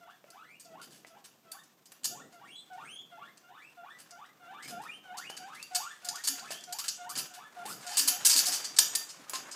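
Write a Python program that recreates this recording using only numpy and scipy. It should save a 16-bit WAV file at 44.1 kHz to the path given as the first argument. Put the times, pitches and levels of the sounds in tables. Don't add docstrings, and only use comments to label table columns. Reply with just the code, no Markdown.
import sys
import numpy as np
from scipy import signal
from scipy.fft import rfft, irfft
from scipy.io import wavfile
from scipy.ndimage import uniform_filter1d

SR = 44100
rng = np.random.default_rng(int(sys.argv[2]) if len(sys.argv) > 2 else 0)


def gain_from_db(level_db):
    decades = np.asarray(level_db, float) / 20
    return 10 ** decades


def materialize(psi):
    bounded = np.clip(np.atleast_2d(psi).T, -1, 1)
    quanta = np.round(bounded * 32767).astype(np.int16)
    wavfile.write(sys.argv[1], SR, quanta)


N = 421155


def rms_one(x):
    return x / np.sqrt(np.mean(x ** 2) + 1e-20)


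def at_hz(points, hz):
    points_hz, values = np.transpose(points)
    return np.interp(np.log(hz), np.log(points_hz), values)


def in_time(rows):
    s, *columns = np.transpose(rows)
    return [np.interp(np.arange(N) / SR, s, column) for column in columns]


def drift(rate):
    r = np.exp(-2 * np.pi * rate / SR)
    settle = 8000
    wobble = signal.lfilter([1], [1, -2 * r, r * r], rng.standard_normal(N + settle))
    return rms_one(wobble[settle:])


def coloured(spectrum):
    hz = np.fft.rfftfreq(N + 1, 1 / SR) + 1
    white = rfft(rng.standard_normal(N + 1))
    return rms_one(irfft(white * gain_from_db(at_hz(spectrum, hz)))[:N])


def lowpass(x, hz, order=2):
    return signal.sosfilt(signal.butter(order, hz, fs=SR, output="sos"), x)


def highpass(x, hz, order=2):
    return signal.sosfilt(signal.butter(order, hz, "high", fs=SR, output="sos"), x)


def split(x, low_hz, high_hz):
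    dull, bright = lowpass(x, low_hz), highpass(x, high_hz)
    return dull, x - dull - bright, bright


def ring(x, hz, t60):
    r = gain_from_db(-60 / (max(t60, .002) * SR))
    w = 2 * np.pi * hz / SR
    return signal.lfilter([0, np.sin(w)], [1, -2 * r * np.cos(w), r * r], x + 1e-18)


# start_s, hold_s (below 0: begins mid-climb), climb_s, top_hz, level_db
STEEP = [
    (0.0, 0.059, 0.09, 1820, -56),
    (1.096, 0.046, 0.06, 1092, -57),
    (1.437, 0.079, .119, 1910, -57),
    (2.318, 0.073, 0.23, 3560, -57),
    (2.556, -0.26, 0.33, 4080, -48),
    (2.697, .06, .27, 3454, -51.5),
    (3.766, 0.061, 0.16, 2055, -54.5),
    (6.025, 0.073, 0.15, 1944, -51.5),
    (6.314, 0.084, 0.21, 3470, -53.5),
]
# start_s, hold_s, climb_s, top_hz, level_db
EVEN = [(2.104, 0.0096, 0.15, 2000, -58), (3.425, .03, .26, 2813, -56.5), (4.104, 0.046, 0.16, 2063, -55.5),
        (4.394, 0.07, 0.23, 2370, -51.5), (4.705, 0.058, .22, 3165, -50), (5.036, 0.068, 0.23, 3100, -48.5),
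        (5.377, 0.046, 0.24, 2805, -51), (6.666, 0.044, 0.15, 1412, -54.5), (6.973, .06, .14, 1820, -49.5),
        (7.29, 0.059, .14, 1880, -53.5), (7.557, 0.066, 0.12, 1537, -51), (7.837, 0.051, 0.058, 960, -48),
        (8.098, 0.032, 0.036, 840, -44.5), (8.459, 0.029, 0.048, 1030, -52)]
# start_s, hold_s, climb_s, top_hz, level_db
STEADY = [
    (.266, .062, .25, 3043, -57),
    (.647, 0.09, 0.11, 1810, -56.5),
    (3.107, 0.063, 0.14, 2173, -52.5),
    (5.705, .08, 0.17, 2053, -49),
]
# time_s, pitch_hz
HOLD = [(0.0, 667.4), (1.1, 638), (2.15, 663.4), (2.7, 720), (3.15, 672), (4.75, 684), (5.1, 730.6),
        (6.1, 696), (8.5, 693)]


def squeaks():
    out = np.zeros((3, N))
    waver, shimmer = drift(51.4), drift(150)
    hold_hz, = in_time(HOLD)
    kinds = [(STEEP, (1.2, .47)), (EVEN, (1.55, .67)), (STEADY, (.66, .88))]
    calls = sorted((*row, *bend) for rows, bend in kinds for row in rows)
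    for n, (s, hold, rise, top_hz, level_db, slow, bend) in enumerate(calls):
        at = np.arange(max(round(s * SR), 0), round((s + hold + rise + .015) * SR))
        t = at / SR - s
        left = t[-1] - t
        done = climb_done(np.clip((t - hold) / rise, 0, 1), slow, bend)
        height = np.log(hold_hz[at[0]] / 700) * (1 - done) + np.log(top_hz / 700) * done
        height += 0.0707 * np.exp(-t / 0.0247) * (1 - done)
        steepness = np.clip(np.gradient(height) * SR / 12, 0, 1)
        pitch = 700 * np.exp(height + (.004 + .009 * done + .055 * steepness) * waver[at])
        tone = throat(pitch, height, steepness, top_hz, shimmer, at)
        fade = np.clip(t / .006, 0, 1) * np.clip(left / .02, 0, 1)
        effort_db = level_db + 7.5 - 4 * np.clip(1 - t / abs(hold), 0, 1)
        effort_db -= 19 * np.clip(1 - left / 0.061, 0, 1)
        effort_db += (1.5 + 0.28 * steepness) * shimmer[at]
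        out[n % 3, at] += tone * fade * gain_from_db(effort_db)
    return out


def climb_done(along, slow, bend):
    shoulder, creep, knee_s = 9, .14, 0.0227
    rush = (along / bend) ** slow
    done = (1 - creep) * rush / (1 + rush ** shoulder) ** (1 / shoulder) + creep * along
    return uniform_filter1d(done, max(int(knee_s * SR), 1), mode="nearest")


# freq_hz, gain_db
THROAT = [(600, -63), (1400, -3.5), (2100, -6.5), (2800, -5.5), (3600, 0.5), (4300, -9), (6500, -6),
          (8200, 13.5), (9500, 6.5), (12000, -79)]
# pitch_hz, gain_db
VOICE = [(650, -5), (850, 0), (1150, 2.3), (1600, -5), (2100, 0.6), (2900, -5), (3300, 4.5), (4100, 0)]


def throat(pitch, height, steepness, top_hz, shimmer, at):
    phase = 2 * np.pi * np.cumsum(pitch) / SR
    tone = np.sin(phase) * gain_from_db(at_hz(VOICE, pitch))
    thin_db = -5 - 5.75 * height - 1.67 * steepness
    mild = np.clip((3380 - top_hz) / 250, 0, 1)
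    for k in range(2, 7):
        gain_db = thin_db + at_hz(THROAT, k * pitch) - 5.75 * (k - 2)
        gain_db += -8 * mild * np.clip(k * pitch / 1000 - 4, 0, 1)
        gain_db += 3 * np.roll(shimmer, 5000 * k)[at]
        tone += gain_from_db(gain_db) * np.sin(k * phase) * (k * pitch < 15000)
    return tone


# start_s, level_db, bright_db, drag_s
ON_WIRE = [(0.597, -54, 6, 0.021), (0.647, -61.5, -26, 0.015), (1.516, -42.5, 6, 0.0065),
           (1.635, -59.5, 0, 0.011), (1.856, -53.5, 3, 0.012), (2.043, -28, 2, 0.017),
           (5.733, -56, -14, 0.01), (6.047, -39.5, 3, 0.013), (6.087, -26, -9, 0.0033),
           (6.238, -35.5, 1, 0.03), (6.393, -39.5, -5, 0.0036), (6.609, -52, -13, 0.0017),
           (6.881, -27, -26, 0.0077), (7.093, -41.5, 6.5, 0.027), (7.97, -22, 4, 0.034),
           (8.249, -20.5, 4.5, 0.032), (8.363, -23, 3, 0.039), (8.456, -29, 2.5, 0.039),
           (8.643, -34, -11, 0.017), (8.764, -36, -9, 0.012), (8.951, -23.5, 3.5, 0.0063),
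           (9.089, -47.5, -8, 0.032), (9.296, -33.5, 8, 0.0014), (9.511, -42.5, -14, 0.024)]
THROUGH_CLOTH = [(0.303, -50, 2.5, 0.0047), (4.108, -50, -10, 0.0055), (5.171, -42.5, -2, 0.022),
                 (5.627, -40, -1, 0.002), (5.748, -26.5, 1.5, 0.018), (6.155, -39, -1, 0.0071),
                 (6.273, -25.5, 2.5, 0.016), (6.638, -45, -23, 0.0047), (6.725, -33, 3, 0.0072),
                 (6.787, -34, 2, 0.019), (7.175, -33.5, 6, 0.019), (7.689, -45, 4.5, 0.056),
                 (8.075, -20, 5.5, 0.017), (8.295, -24.5, -1.5, 0.053), (8.52, -29.5, -0.5, 0.042),
                 (8.7861, -14.5, 0.5, 0.0087)]
ON_CLOTH = [(0.814, -49.5, 1.5, 0.035), (0.906, -56, -0.5, 0.078), (1.066, -56.5, -1, 0.023),
            (1.2414, -51, 0.5, 0.024), (1.919, -47.5, 4, 0.0056), (2.034, -47, -8, 0.0041),
            (2.323, -61, -2, 0.033), (2.73, -66, -10, 0.03), (3.373, -57.5, -26, 0.0083),
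            (3.987, -54, 2, 0.04), (4.261, -59.5, -7, 0.0022), (4.625, -49.5, -2, 0.038),
            (4.677, -44.5, 1, 0.043), (4.817, -55.5, 1, 0.05), (5.297, -39, -2, 0.0068),
            (5.367, -42, -10, 0.012), (5.548, -52, 0, 0.016), (6.455, -48.5, -12, 0.0049),
            (6.505, -37, -1, 0.028), (6.84, -39, -2, 0.024), (7.154, -38, -14, 0.053),
            (7.337, -47, 0, 0.03), (7.589, -63, 5, 0.0054), (7.654, -43.5, 4.5, 0.036),
            (7.809, -52, -6, 0.075), (7.866, -41, -6, 0.022), (7.893, -42, -6, 0.63),
            (9.334, -35, -6, 0.034)]
# freq_hz, density_db
SLIP_COLOUR = [(410, -18), (700, -27.5), (1770, -16.5), (2270, -17.5), (4610, -1), (6070, 0), (7110, 0.5),
               (13500, -15), (15400, -19), (16000, -85)]


def slips():
    t = np.arange(SR // 4) / SR
    force = np.zeros((3, N + SR))
    for rows, dull_db in (ON_WIRE, -14.5), (THROUGH_CLOTH, -11.5), (ON_CLOTH, -4.5):
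        for s, level_db, bright_db, drag in rows:
            drag = max(drag, .001)
            snap = 1 + 0.0022 / drag * np.exp(-t / 0.0008)
            dying = gain_from_db(-60 * np.maximum(t - .7 * drag, 0) / (.025 + 2.5 * drag))
            shape = np.clip(t / .0004, 0, 1) * snap * dying
            gains = gain_from_db(level_db + np.array([dull_db + 14.5, -2.5, bright_db + 0.5]))
            i = round(s * SR)
            force[:, i:i + len(t)] += gains[:, None] * shape
    grains = gain_from_db(2.5 * drift(250))
    scrape = split(coloured(SLIP_COLOUR), low_hz=2400, high_hz=9170)
    return grains * np.sum(force[:, :N] * scrape, axis=0)


# pitch_hz, spread_hz, level_db, t60_s
BARS = [(1060, 40, -21, .1), (1790, 60, -17, .1), (3150, 150, -15, .06), (4640, 120, -10, .1),
        (5050, 200, -8, .055), (5900, 500, -12, .04), (6880, 200, -17, .04), (8550, 300, -4, .05),
        (11300, 200, -8, .04), (13000, 500, -11, .035)]


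def bars(drive, count=6):
    out = np.zeros(N)
    for hz, spread_hz, db, t60 in BARS:
        caught = drive * gain_from_db(db - 38 + 3 * drift(5))
        out += sum(ring(caught, hz + spread_hz * o, t60) for o in rng.uniform(-1.1, 1, count))
    return out


# start_s, peak_db, pitch_hz, t60_s
KNOCKS = [
    (0.242, -51.5, 594, 0.035),
    (1.048, -47, 1990, 0.031),
    (5.3, -40.5, 870, 0.017),
    (6.506, -40, 693, 0.044),
    (7.173, -46, 1310, 0.039),
    (7.656, -45, 490, 0.031),
    (8.083, -55, 1300, 0.023),
    (8.951, -49, 1806, 0.44),
    (9.268, -57, 1235, 0.38),
    (9.335, -39, 1048, 0.17),
]


def knocks():
    out = np.zeros(N)
    for s, peak_db, hz, t60 in KNOCKS:
        i = round(s * SR)
        blow = np.zeros(4000)
        blow[0] = gain_from_db(peak_db)
        click = sum(ring(blow, click_hz, .008) for click_hz in (650, 950, 1300, 1700, 2200))
        out[i:i + 4000] += 1.27 * ring(blow, hz, t60) + 0.81 * click
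    return out


# start_s, level_db, length_s
PAN = [
    (6.289, -51, 0.056),
    (7.989, -52, 0.12),
    (8.26, -56, 0.03),
    (8.348, -52, 0.044),
    (8.478, -55, 0.056),
    (8.698, -56, 0.025),
    (9.35, -71, 0.039),
]


def pan():
    shake = np.zeros(N)
    for s, level_db, length in PAN:
        shake[round(s * SR):round((s + length) * SR)] = gain_from_db(level_db - 23.5)
    return highpass(ring(shake * rng.standard_normal(N), hz=283, t60=.12), 200)


# time_s, rustle_db, dull_db
CLOTH = [
    (0.0, -71.5, -5),
    (4.65, -70.5, 4),
    (6.12, -56.5, -5.5),
    (6.22, -52.5, -5),
    (7.18, -65, -1),
    (7.47, -64.5, 6),
    (8.38, -44, -3),
    (9.23, -57.5, 2.5),
    (9.55, -55.5, 8.5),
]
# freq_hz, density_db
RUSTLE = [(180, -23), (300, -6.5), (1230, 0), (3460, -5.5), (6100, -6.5), (11500, -15.5), (15200, -27),
          (16000, -63)]


def cloth():
    rustle_db, dull_db = in_time(CLOTH)
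    dull, middle, bright = split(coloured(RUSTLE), low_hz=2470, high_hz=9000)
    clumps_db = 3.2 * drift(24) + 0.47 * drift(300)
    return (gain_from_db(dull_db) * dull + middle + bright) * gain_from_db(rustle_db + clumps_db)


# centre_s, level_db, length_s
HAND = [(0.597, -73, 0.071), (0.85, -63.5, 0.3), (1.204, -76, 0.14), (2.18, -59, 0.21), (2.502, -68, 0.18),
        (2.853, -64, 0.21), (3.27, -70, 0.064), (4.013, -77, 0.071), (4.753, -55.5, 0.21),
        (5.284, -72.5, 0.76), (6.088, -75, 0.16), (6.566, -69, 0.34), (7.204, -54.5, 0.12),
        (7.723, -58, 0.2), (8.323, -62, 0.5), (8.87, -67, 0.26), (9.207, -63, 0.066), (9.402, -58.5, 0.16)]
# freq_hz, density_db
RUMBLE = [(24, -72), (40, -42), (70, -31), (141, 1.5), (209, 1.5), (325, 0), (600, -6), (780, -3),
          (1320, -120)]


def hand():
    t = np.arange(N) / SR
    swell = sum(gain_from_db(db) * np.exp(-(2 * (t - s) / length) ** 2) for s, db, length in HAND)
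    grip = gain_from_db(-71)
    return coloured(RUMBLE) * (grip + swell) * gain_from_db(2.0 * drift(12))


# freq_hz, density_db
HUSH = [(15, -52), (25, -52), (70, -15), (161, -9), (714, -9), (1040, 1), (1370, -11.5), (7710, -13),
        (10100, -22), (14400, -6.5), (16000, -26)]


def hush():
    return gain_from_db(-72) * coloured(HUSH)


# freq_hz, t60_s
ROOM_T60 = [(300, 0.47), (1000, 0.51), (3000, 0.73), (6000, 0.32), (14000, 0.26)]


def room(x, near_db, size=SR // 2):
    t, white, echo = np.arange(size) / SR, rng.standard_normal(size), 0
    for low in 125 * 2. ** np.arange(7):
        band = signal.sosfilt(signal.butter(2, [low, 2 * low], "band", fs=SR, output="sos"), white)
        t60 = np.clip(at_hz(ROOM_T60, 1.4 * low), .05, .42)
        echo = echo + band * (gain_from_db(-60 * t / t60) + gain_from_db(near_db - 60 * t / .09))
    echo *= np.clip(t / .002, 0, 1)
    return signal.oaconvolve(x, echo / np.sqrt(np.sum(echo ** 2)))[:N]


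def through_hammock(voices, through_hz=760):
    heard = gain_from_db(-0.5) * lowpass(voices.sum(axis=0), through_hz, order=4)
    thin = signal.butter(1, through_hz / 2, "high", fs=SR)
    for voice in voices:
        heard += gain_from_db(-11) * voice + room(signal.lfilter(*thin, voice), near_db=9)
    return heard


def scene():
    heard_voice = through_hammock(squeaks())
    claws = slips()
    claws = highpass(claws + bars(claws), 650, order=4)
    claws += highpass(knocks(), 300)
    heard_claws = claws + gain_from_db(-2.5) * room(claws, near_db=-69)
    return (heard_voice + heard_claws + pan() + cloth() + hand() + hush())[None]


def top_cut(x):
    return signal.sosfilt(signal.butter(12, 16640, fs=SR, output="sos"), x)


def record(dry):
    return top_cut(dry)


dry = scene()
out = record(dry)
materialize(out)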